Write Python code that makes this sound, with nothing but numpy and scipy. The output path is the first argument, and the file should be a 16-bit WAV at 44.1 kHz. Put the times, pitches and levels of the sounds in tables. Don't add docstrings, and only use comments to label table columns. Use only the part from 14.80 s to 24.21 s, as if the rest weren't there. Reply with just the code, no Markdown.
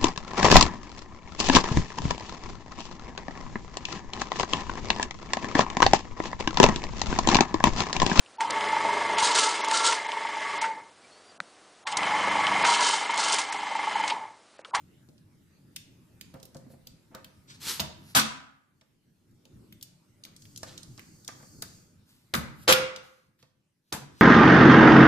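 import sys
import numpy as np
from scipy import signal
from scipy.fft import rfft, irfft
from scipy.io import wavfile
from scipy.ndimage import uniform_filter1d, minimum_filter1d

SR = 44100
rng = np.random.default_rng(int(sys.argv[2]) if len(sys.argv) > 2 else 0)


def voltage_ratio(level):
    return 10 ** (np.asarray(level, float) / 20)


def store_pcm(level_fs):
    pcm = np.round(np.clip(level_fs, -1, 1) * 32767).astype(np.int16)
    wavfile.write(sys.argv[1], SR, np.atleast_2d(pcm).T)


N = 414981

# t/s, crack level/dB, shot rattle level/dB, ring level/dB, thump level/dB
HARD_BLOWS = [
    (3.3486, -8, -17.5, -23.5, -32),
    (7.8776, -5, -15, -15.5, -36),
]
LIGHT_TAPS = [
    (2.9953, -13.5, -31.5, -37, -42),
    (7.5379, -9, -23, -32, -33),
    (9.1239, -16.5, -28.5, -35.5, -44.5),
]
# f/Hz, level/dB per Hz
RATTLE_SPECTRA = [
    [(180, -50), (300, -5.5), (461, -20), (610, -3), (794, -13), (907, 1), (1020, -7), (12900, -30.5),
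     (15500, -44)],
    [(180, -41.5), (400, -22), (1070, -6), (1440, -4.5), (1970, -14), (2790, -11), (11500, -17),
     (14000, -19.5), (15500, -50)],
    [(180, -20.5), (300, -2.5), (756, -15.5), (1300, -3), (2100, -21), (4000, -21), (7370, -21.5),
     (14000, -16), (15500, -31)],
    [(180, -56.5), (300, -20), (517, -11.5), (769, -19), (1420, -9.5), (1750, -21.5), (3230, -15.5),
     (14000, -31.5), (15500, -54)],
    [(180, -17.5), (300, -7), (517, -5.5), (968, -5.5), (1540, -1), (1940, -9.5), (3230, -10), (14000, -12),
     (15500, -32.5)],
]
# f/Hz, level/dB, t60/s
BLOW_MODES = [
    [(87, 0, .2), (635, -1, 0.25), (703, -6.5, 0.28), (880, -8, 0.24)],
    [(223, 0.5, 0.15), (340, -16, .2), (512.4, -14, .2), (1130, -5, .18), (1283, -5.5, .2), (1424, -1, .18),
     (2137, -13, .3), (2710, -13, .4), (3140, -5.5, 0.34), (3330, -6.5, .2), (3750, -10.5, 0.33),
     (4140, -9, 0.27), (4380, -5, .2), (4759, -8, .2)],
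    [(78, -5, 0.33), (134, -3, 0.4), (219, -1.5, 0.24), (556, -4.5, .2), (1112, -6, 0.2), (1550, -2, 0.17),
     (1290, -2, .2), (1650, -3, .2)],
    [(222, -2, 0.37), (520, -3, 0.63), (610, -14.5, 0.15), (1160, -5, 0.28), (1260, -6, 0.14),
     (1408, -5, 0.22), (1662, -10, 0.48), (1949, -13, 0.15), (2760, -10, 0.56), (3100, -13, .25),
     (3332, -11, 0.3), (3500, -11.5, 0.25), (3910, -13.5, 0.25), (887, -12, 0.32)],
    [(138, -22, 0.6), (547, -1.5, 0.15), (884, 6, 0.12), (1450, -16, 0.25), (1526, -5, 0.23)],
]
# f/Hz, level/dB, t60/s
CASE_MODES = [(146.7, -7, 0.45), (230, -2, 0.19), (297, -13, 0.19), (338, -4.5, 0.024), (527, -2.5, 0.6),
              (650, -0.5, 0.15), (880, -3.5, 0.3), (1140, -7, 0.051), (1170, -4, 0.24), (1223, 3, 0.16),
              (1512, 4, 0.084), (1770, -2, 0.11)]
# t/s, peak level/dB, centre f/Hz, bright edge level/dB
CAM_REBOUNDS = [(3.0008, -15, 3885, -4.5), (3.3968, -14, 4300, -17), (7.5506, -23.5, 4120, -22),
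                (7.901, -12.5, 1370, -17), (7.9249, -2.5, 3060, -4.5), (8.1615, -33, 4000, -19.5),
                (9.1265, -23.5, 5400, -15.5), (9.1385, -31, 3320, -15), (3.3515, -13.5, 5880, -11.5),
                (3.3625, -14.5, 1376, -8.5), (3.3705, -12.5, 2900, -7), (3.417, -23, 3213, -17),
                (7.8955, -17, 5690, -14), (7.9355, -13, 3140, -16.5), (7.543, -19.5, 1550, -20)]
# t/s, peak level/dB, f/Hz, rise/s, t60/s
MODE_BUMPS = [(7.551, -23.5, 236, 0.0035, 0.094), (7.569, -25.5, 162, 0.0031, .12),
              (7.621, -32, 137.5, 0.018, 0.28), (9.135, -40, 191, 0.0074, 0.17),
              (9.2, -38.5, 149.3, 0.016, 0.28), (2.998, -31.5, 197, 0.0034, 0.1),
              (7.884, -13, 528, .01, .14), (9.124, -32, 310, .003, .1), (3.36, -22, 270, .008, .15),
              (1.542, -43, 525, .008, .1), (1.75, -44, 520, .006, .1), (3.008, -36, 620, .006, .1)]
# peak t/s, rise/s, fall/s, peak level/dB, fizz level/dB re
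SLIDES_AND_RUSTLES = [(2.705, 0.038, 0.059, -49, -23), (2.75, 0.034, .05, -56, -14), (2.9, 0.11, 0.11, -32.5, -6),
                      (3.31, 0.13, 0.056, -58, -3), (5.88, 0.041, .17, -52.5, -15), (7.299, 0.07, 0.24, -68.5, 1),
                      (7.832, 0.094, 0.036, -60.5, 2), (8.24, 0.052, 0.28, -65.5, -6), (8.6, .03, 0.13, -71, -7.5),
                      (9.405, 0.11, .04, -58, -11), (9.109, 0.096, .015, -76, -4), (1.92, 0.044, 0.051, -68, 4.5)]
# f/Hz, level/dB per Hz
SLIDE_SPECTRUM = [(180, -35), (330, -4), (624, -20), (800, -9), (1360, -4), (2300, -6), (4300, 0),
                  (8000, -6.5), (11500, -36.5), (18700, -120)]
# f/Hz, level/dB per Hz
FIZZ_SPECTRUM = [(6000, -31), (8500, -9), (11000, 2.5), (14000, -4), (16000, -12.5)]
# t/s, peak level/dB, centre f/Hz, bright edge level/dB
SCREW_TICKS = [(0.2884, -55, 4350, -11), (0.3805, -58, 4540, -18), (0.9624, -21, 4710, 0),
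               (0.9659, -33.5, 2970, -12.5), (1.4118, -30, 3890, -3.5), (1.5405, -40, 3880, 1),
               (1.6003, -48.5, 4840, -11), (1.6296, -38.5, 5210, -5), (1.654, -36, 4670, 6.5),
               (1.7466, -46, 5700, -16), (1.7683, -41, 6400, -9.5), (2.0716, -34.5, 4540, -3),
               (2.3491, -33, 4044, -3.5), (2.4459, -37, 3000, -4), (4.0122, -54, 3860, -23),
               (4.512, -63, 6000, -3), (4.654, -48, 4010, -9), (4.9253, -40, 3040, 0.5),
                      (5.0119, -45, 4960, -10), (5.0275, -27, 5200, 0), (5.438, -35.5, 5245, -16),
                      (5.451, -34.5, 3680, -4), (5.5645, -44, 5855, -18), (5.6216, -43.5, 5150, -10),
                      (5.6538, -45, 2910, -6), (5.7616, -34.5, 5663, -24), (5.776, -32, 6060, -11),
                      (5.832, -32, 5690, -15), (5.978, -34, 5070, -16), (6.032, -38, 5420, -29),
                      (6.1777, -41.5, 4830, -26.5), (6.194, -36.5, 2110, -6), (6.4479, -43, 5770, -16),
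                      (6.479, -26, 5195, -12), (6.6264, -52, 6560, -20), (6.8227, -22, 5676, -3),
                      (8.5914, -62, 2000, -3), (8.6273, -50.5, 4140, -14)]
# t/s, peak level/dB, upper mode share level/dB, contact/s
CASE_KNOCKS = [(0.281, -47.5, -57, 0.016), (1.538, -38.5, -9.5, 0.02), (1.629, -47, -19, 0.0072),
               (1.748, -37, -14, 0.014), (1.864, -46.5, -38, 0.013), (1.899, -49, -16, 0.012),
               (1.933, -45.5, -16, 0.014), (2.064, -52.5, -19, 0.016), (2.309, -49.5, -7, 0.051),
               (2.342, -39, -0.5, 0.023), (2.866, -40, -31, 0.0031), (4.013, -58, -3.5, 0.0099),
               (4.099, -69, -10, 0.015), (4.654, -54, -12, 0.011), (5.449, -56, 6, 0.037),
               (5.831, -31.5, 2, 0.0051), (6.177, -49.5, 4.5, 0.017), (6.484, -38, 8, 0.012),
               (6.596, -48.5, -4, 0.021), (6.628, -45, -1.5, 0.0079), (6.821, -39, 5.5, 0.012),
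               (6.975, -59, -29, 0.019), (8.17, -44, -1.5, 0.0076), (8.626, -53.5, -2, 0.012)]
# t/s, level/dB
GRIP_RUB = [
    (5.55, -65.5),
    (5.8, -69.5),
    (6.1, -69.5),
    (6.25, -66),
    (6.4, -68.5),
    (6.66, -63),
    (6.85, -65),
    (6.96, -63.5),
    (7.2, -85.5),
]
# f/Hz, level/dB per Hz
GRIP_SPECTRUM = [(1470, -60), (3700, -40), (4400, 0.5), (5660, -4), (6410, 0.5), (7800, -1.5),
                 (9260, -11.5), (14500, -10)]
# f/Hz, t60/s
GARAGE_DECAY = [(100, 0.7), (500, 0.65), (1500, 0.68), (4000, 0.46), (8000, 0.41), (14000, 0.16)]
# f/Hz, level/dB
BODY_SHADOW = [(60, 1.0), (130, 1.0), (290, 0.5), (640, 2.0), (1410, -2.5), (3100, 0.5), (6820, 3.5),
               (15000, 1.5)]
# t/s, level/dB
RUMBLE_LEVEL = [(0.0, -57), (0.5, -62), (1.1, -58), (1.5, -57), (2.15, -60.5), (2.85, -56), (3.45, -57),
                (3.719, -74), (4.469, -65.5), (4.799, -55), (5.201, -63), (5.9, -52.5), (6.452, -58.5),
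                (6.85, -53.5), (7.299, -62.5), (8.05, -56.5), (8.4, -73.5), (9.1, -78.5)]
# t/s, level/dB, half length/s
BENCH_SHUDDERS = [
    (3.055, -48, 0.037),
    (3.413, -52.5, 0.046),
    (7.76, -59.5, 0.061),
    (8.019, -45.5, 0.027),
    (9.307, -55, 0.087),
]
# f/Hz, level/dB per Hz
RUMBLE_SPECTRUM = [(12, -48.5), (20, -14), (43, -21.5), (107, -3), (133, -2), (341, -11.5), (380, -16.5),
                   (608, -29.5), (715, -34), (857, -30.5), (1030, -36.5), (1500, -34), (1950, -68),
                   (3300, -120)]
# f/Hz, level/dB per Hz
HISS_SPECTRUM = [(350, -21.5), (600, 4.5), (687, -8.5), (777, -3.5), (1580, -3.5), (2070, -3.5), (3110, -6),
                 (4810, -6.5), (13900, -11), (15500, -19)]
# f/Hz, likeness/1
LIKENESS = [(60, 0.87), (180, 0.92), (550, 0.41), (1650, 0.14), (4970, 0.21), (15000, 0.19)]

HARD_DB, HARD_RATTLE_S, LIGHT_RATTLE_S = -20, .049, .016
SETTLE_HZ, SETTLE_DB, SETTLE_S = 5000, -23, 0.09
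BENCH_RING, HELD_RING = .7, 0.55
PARTNER_DB = -7
TICK_T60_S, REBOUND_T60_S, SCATTER_DB = 0.033, 0.044, 2.5
SNAP_DB, SNAP_S = 3, .0006
STEEL_T60_S, STEEL_DB = .022, -5
SWELL_DB = 20.5
EDGE_HZ = 14700


def evened(x):
    return x / np.sqrt(np.mean(x ** 2) + 1e-20)


def read(points, hz):
    f, value = np.transpose(points)
    return np.interp(np.log(hz + 1), np.log(f + 1), value)


def add(mix, s, sound, pan_db=0.):
    part = mix[:, round(s * SR):][:, :sound.shape[-1]]
    gain = voltage_ratio(np.array([[pan_db / 2], [-pan_db / 2]]))
    part += (sound * gain)[:, :part.shape[1]]


def pair(size, same):
    a, b = rng.standard_normal((2, size))
    same = np.clip(same, -1, 1)
    shared = np.roll(a, rng.integers(-16, 17))
    return np.array([a, same * shared + np.sqrt(1 - same ** 2) * b])


def coloured(x, spectrum):
    hz = np.fft.rfftfreq(x.shape[-1], 1 / SR)
    return evened(irfft(rfft(x) * voltage_ratio(read(spectrum, hz)), x.shape[-1]))


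def gritty(size, same, spread_db):
    grains = np.repeat(rng.exponential(1, size // 16 + 1), 16)[:size]
    return pair(size, same) * voltage_ratio(spread_db * np.minimum(grains, 4))


def ring(modes, drive, top_db=0., damping=0.99, uneven_db=0., split=.02):
    t = np.arange(round(SR * .55 * min(damping, 1))) / SR
    out = np.zeros((2, len(t)))
    partners = [(hz, db + PARTNER_DB, t60) for hz, db, t60 in modes]
    for hz, db, t60 in modes + partners:
        reach, shift, *phase = rng.uniform(-1, 1, 4)
        start = np.outer(phase, np.minimum(t * hz, 1)) * min(hz / 400, 3)
        level_db = db + uneven_db * reach + top_db * np.log2(max(hz, 400) / 500)
        decay_db = -60 * t / (damping * min(t60, .55))
        turns = hz * (1 + split * shift) * t
        out += voltage_ratio(level_db + decay_db) * np.sin(2 * np.pi * turns + start)
    out = signal.fftconvolve(out, drive[None], axes=1)
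    return out / abs(out).max()


def blow(crack_db, rattle_db, seconds, ring_db, thump_db, colour, modes):
    t = np.arange(SR // 2) / SR
    late = np.maximum(t - .004, 0)
    crack = voltage_ratio(crack_db + 3) * np.sin(2 * np.pi * 4200 * late) * np.exp(-late / .00022)
    lead_in = np.minimum(t / .0045, 1) ** 3 * (1 - .65 * np.exp(-late / .009))
    flying = np.exp(-(late / seconds) ** (50 * seconds))
    settling = voltage_ratio(SETTLE_DB) * np.exp(-late / SETTLE_S)
    landing = lead_in * (flying + settling)
    shot = coloured(gritty(len(t), .45, 1.6), colour)
    dull = signal.lfilter(*signal.butter(1, SETTLE_HZ, fs=SR), shot)
    rattle = voltage_ratio(rattle_db + 2) * lead_in * (shot * flying + dull * settling)
    drive = rfft((rng.standard_normal(len(t)) * landing)[:SR // 8])
    drive = irfft(drive / abs(drive))
    high = [mode for mode in modes if mode[0] > 300]
    low = [mode for mode in modes if mode[0] <= 300]
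    case = ring(high, drive, damping=19 * seconds - .2, split=.007)
    bench = ring(low + CASE_MODES[:3], drive, damping=BENCH_RING, split=0.071)
    out = crack + rattle
    add(out, 0, voltage_ratio(ring_db + 5.5) * case)
    add(out, 0, voltage_ratio(thump_db + 7.0) * bench)
    return out


def tick(db, hz, t60, fizz_db):
    t = np.arange(2048) / SR
    lead_in = np.minimum(t / .0038, 1) ** 2
    lead_in *= 1 + voltage_ratio(SNAP_DB) * (t > .003) * np.exp(-abs(t - .003) / SNAP_S)
    burst = gritty(len(t), .6, 2.2) * voltage_ratio(-60 * t / max(t60, .005)) * lead_in
    b, a = signal.iirpeak(min(hz, 12000), 1.1, SR)
    body = evened(signal.lfilter(b, a, signal.lfilter(b, a, burst)))
    edge = evened(np.diff(burst, n=3, prepend=np.zeros((2, 3))))
    parts = hz * np.exp(rng.uniform(-.6, .7, (12, 1, 1))) * t + rng.random((12, 2, 1))
    steel = evened(np.sin(2 * np.pi * parts).sum(0) * voltage_ratio(-60 * t / STEEL_T60_S) * lead_in)
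    burst = body + voltage_ratio(fizz_db + 7.0) * edge + voltage_ratio(STEEL_DB) * steel
    return voltage_ratio(db) * burst / abs(burst).max()


def bump(db, hz, rise, t60):
    t = np.arange(SR // 4) / SR
    swell = 1 - np.exp(-t / max(rise, .001))
    decay = voltage_ratio(db - 60 * t / max(t60, .02))
    return decay * swell * np.sin(2 * np.pi * hz * t * (1 - .3 * t))


def push(seconds):
    t = np.arange(2048) / SR
    contact = rfft(rng.standard_normal(len(t)) * t * np.exp(-t / max(seconds / 3, 1e-4)))
    return irfft(contact / np.sqrt(abs(contact)))


def knock(db, top_db, seconds, damping):
    damping = np.clip(.6 * damping, .1, .28)
    modes = ring(CASE_MODES, push(seconds), top_db, damping, uneven_db=3, split=.025)
    t = np.arange(modes.shape[1]) / SR
    colour = [(100, -14.0), (300, 0.0), (600, -3.0), (1200, top_db), (2400, 2 * top_db - 6.5), (6000, -33)]
    thud = coloured(pair(len(t), 0.16), colour) * t / seconds * np.exp(1 - t / seconds)
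    return voltage_ratio(db) * (modes + voltage_ratio(-19.5) * thud)


def slide(rows):
    s, db, fizz_db = np.transpose(rows)
    t = np.arange(s[0], s[-1], 1 / SR)
    grains = gritty(len(t), 0.9, 2.0)
    fizz = voltage_ratio(np.interp(t, s, fizz_db)) * coloured(grains, FIZZ_SPECTRUM)
    pour = coloured(grains, SLIDE_SPECTRUM) + fizz
    return s[0], pour * voltage_ratio(np.interp(t, s, db) + 1.0) * signal.windows.tukey(len(t), .3)


def rub():
    s, db = np.transpose(GRIP_RUB)
    t = np.arange(s[0], s[-1], 1 / SR)
    hiss = coloured(gritty(len(t), 0.55, 1.0), GRIP_SPECTRUM)
    return s[0], hiss * voltage_ratio(np.interp(t, s, db) + 4.5) * signal.windows.tukey(len(t), .1)


def garage(x):
    taps = np.zeros((2, 32000))
    at = np.arange(200, 32000, 20) + rng.integers(0, 20, (2, 1590))
    np.put_along_axis(taps, at, rng.choice([-1., 1.], at.shape), 1)
    hz, t, z = signal.stft(taps, SR, nperseg=256)
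    decay = voltage_ratio(-60 * t / read(GARAGE_DECAY, hz)[:, None])
    tail = signal.istft(z * decay, SR, nperseg=256)[1]
    return signal.fftconvolve(x, tail / np.linalg.norm(tail[0]), axes=1)[:, :N]


def background():
    frames, hz = N // 512 + 5, np.fft.rfftfreq(2048, 1 / SR)
    s, db = np.transpose(RUMBLE_LEVEL)
    t = np.arange(0, N + 64, 64) / SR
    rumble_db = np.interp(t, s, db)
    slow_db = uniform_filter1d(minimum_filter1d(rumble_db, size=SR // 256), size=SR // 512)
    hiss_db = 0.72 * (slow_db + 63.0) - 73.5
    swell = sum(voltage_ratio(2 * peak_db) * np.exp(-((t - at) / half) ** 2) for at, peak_db, half in BENCH_SHUDDERS)
    rumble_db = 10 * np.log10(voltage_ratio(2 * rumble_db) + swell)
    same = np.clip(read(LIKENESS, hz), -1, 1)[:, None]
    out = 0
    for spectrum, level_db, patchy_db in ((RUMBLE_SPECTRUM, rumble_db, 2.5), (HISS_SPECTRUM, hiss_db, 3)):
        a, b, c, d, patches = rng.standard_normal((frames, len(hz), 5), dtype=np.float32).T
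        patches = evened(uniform_filter1d(uniform_filter1d(patches, size=21, axis=0), size=7, axis=1))
        left = a + 1j * b
        z = np.array([left, same * left + np.sqrt(1 - same ** 2) * (c + 1j * d)])
        z *= voltage_ratio(read(spectrum, hz)[:, None] + patchy_db * patches)
        noise = evened(signal.istft(z, nperseg=2048, noverlap=1536)[1][:, :N])
        out = out + noise * np.interp(np.arange(N) / SR, t, voltage_ratio(level_db))
    return out


def scene():
    small, big = np.zeros((2, 2, N))
    blows = sorted(HARD_BLOWS + LIGHT_TAPS)
    for (s, crack_db, rattle_db, ring_db, thump_db), colour, modes in zip(blows, RATTLE_SPECTRA, BLOW_MODES):
        seconds = HARD_RATTLE_S if rattle_db > HARD_DB else LIGHT_RATTLE_S
        add(big, s - .0025, blow(crack_db, rattle_db, seconds, ring_db, thump_db, colour, modes))
    lean_db = read(BODY_SHADOW, np.fft.rfftfreq(512, 1 / SR)) / 2 * [[1], [-1]]
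    big = signal.oaconvolve(big, np.roll(irfft(voltage_ratio(lean_db)), 256, axis=1), "same", axes=1)
    ticks = SCREW_TICKS
    for rows, t60 in ((ticks, TICK_T60_S), (CAM_REBOUNDS, REBOUND_T60_S)):
        for s, db, hz, fizz_db in rows:
            add(small, s - .003, tick(db + 5.5, hz, t60, fizz_db), SCATTER_DB * rng.uniform(-1.4, 1))
    for s, *row in MODE_BUMPS:
        add(small, s, bump(*row)[None])
    for s, db, top_db, seconds in CASE_KNOCKS:
        add(small, s, knock(db + 3.0, top_db, seconds, HELD_RING), SCATTER_DB * rng.uniform(-1, 1))
    for s, rise, fall, db, fizz_db in SLIDES_AND_RUSTLES:
        edge_db = db - SWELL_DB
        add(small, *slide([(s - rise, edge_db, fizz_db), (s, db, fizz_db), (s + fall, edge_db, fizz_db)]))
    add(small, *rub())
    work = small + big + garage(voltage_ratio(-9) * small + voltage_ratio(-12.0) * big)
    return signal.sosfilt(signal.butter(3, 62, "high", fs=SR, output="sos"), work) + background()


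def top_cut(x):
    return signal.sosfilt(signal.butter(12, 15740, fs=SR, output="sos"), x)


def record(dry):
    x = 1.1 * np.tanh(dry / 1.1)
    low = signal.oaconvolve(x, signal.firwin(401, EDGE_HZ, window=("kaiser", 9), fs=SR)[None], "same")
    power = (np.diff(x, prepend=0) ** 2).mean(0)
    now = uniform_filter1d(power, size=128)
    before = np.roll(uniform_filter1d(power, size=512), 400)
    attack = uniform_filter1d(1. * (now > voltage_ratio(36) * before), size=200) > 0
    gate = uniform_filter1d(1. * attack, size=128)
    mix = low + voltage_ratio(-13) * (x - low) * gate
    return top_cut(mix)


dry = scene()
out = record(dry)
store_pcm(out)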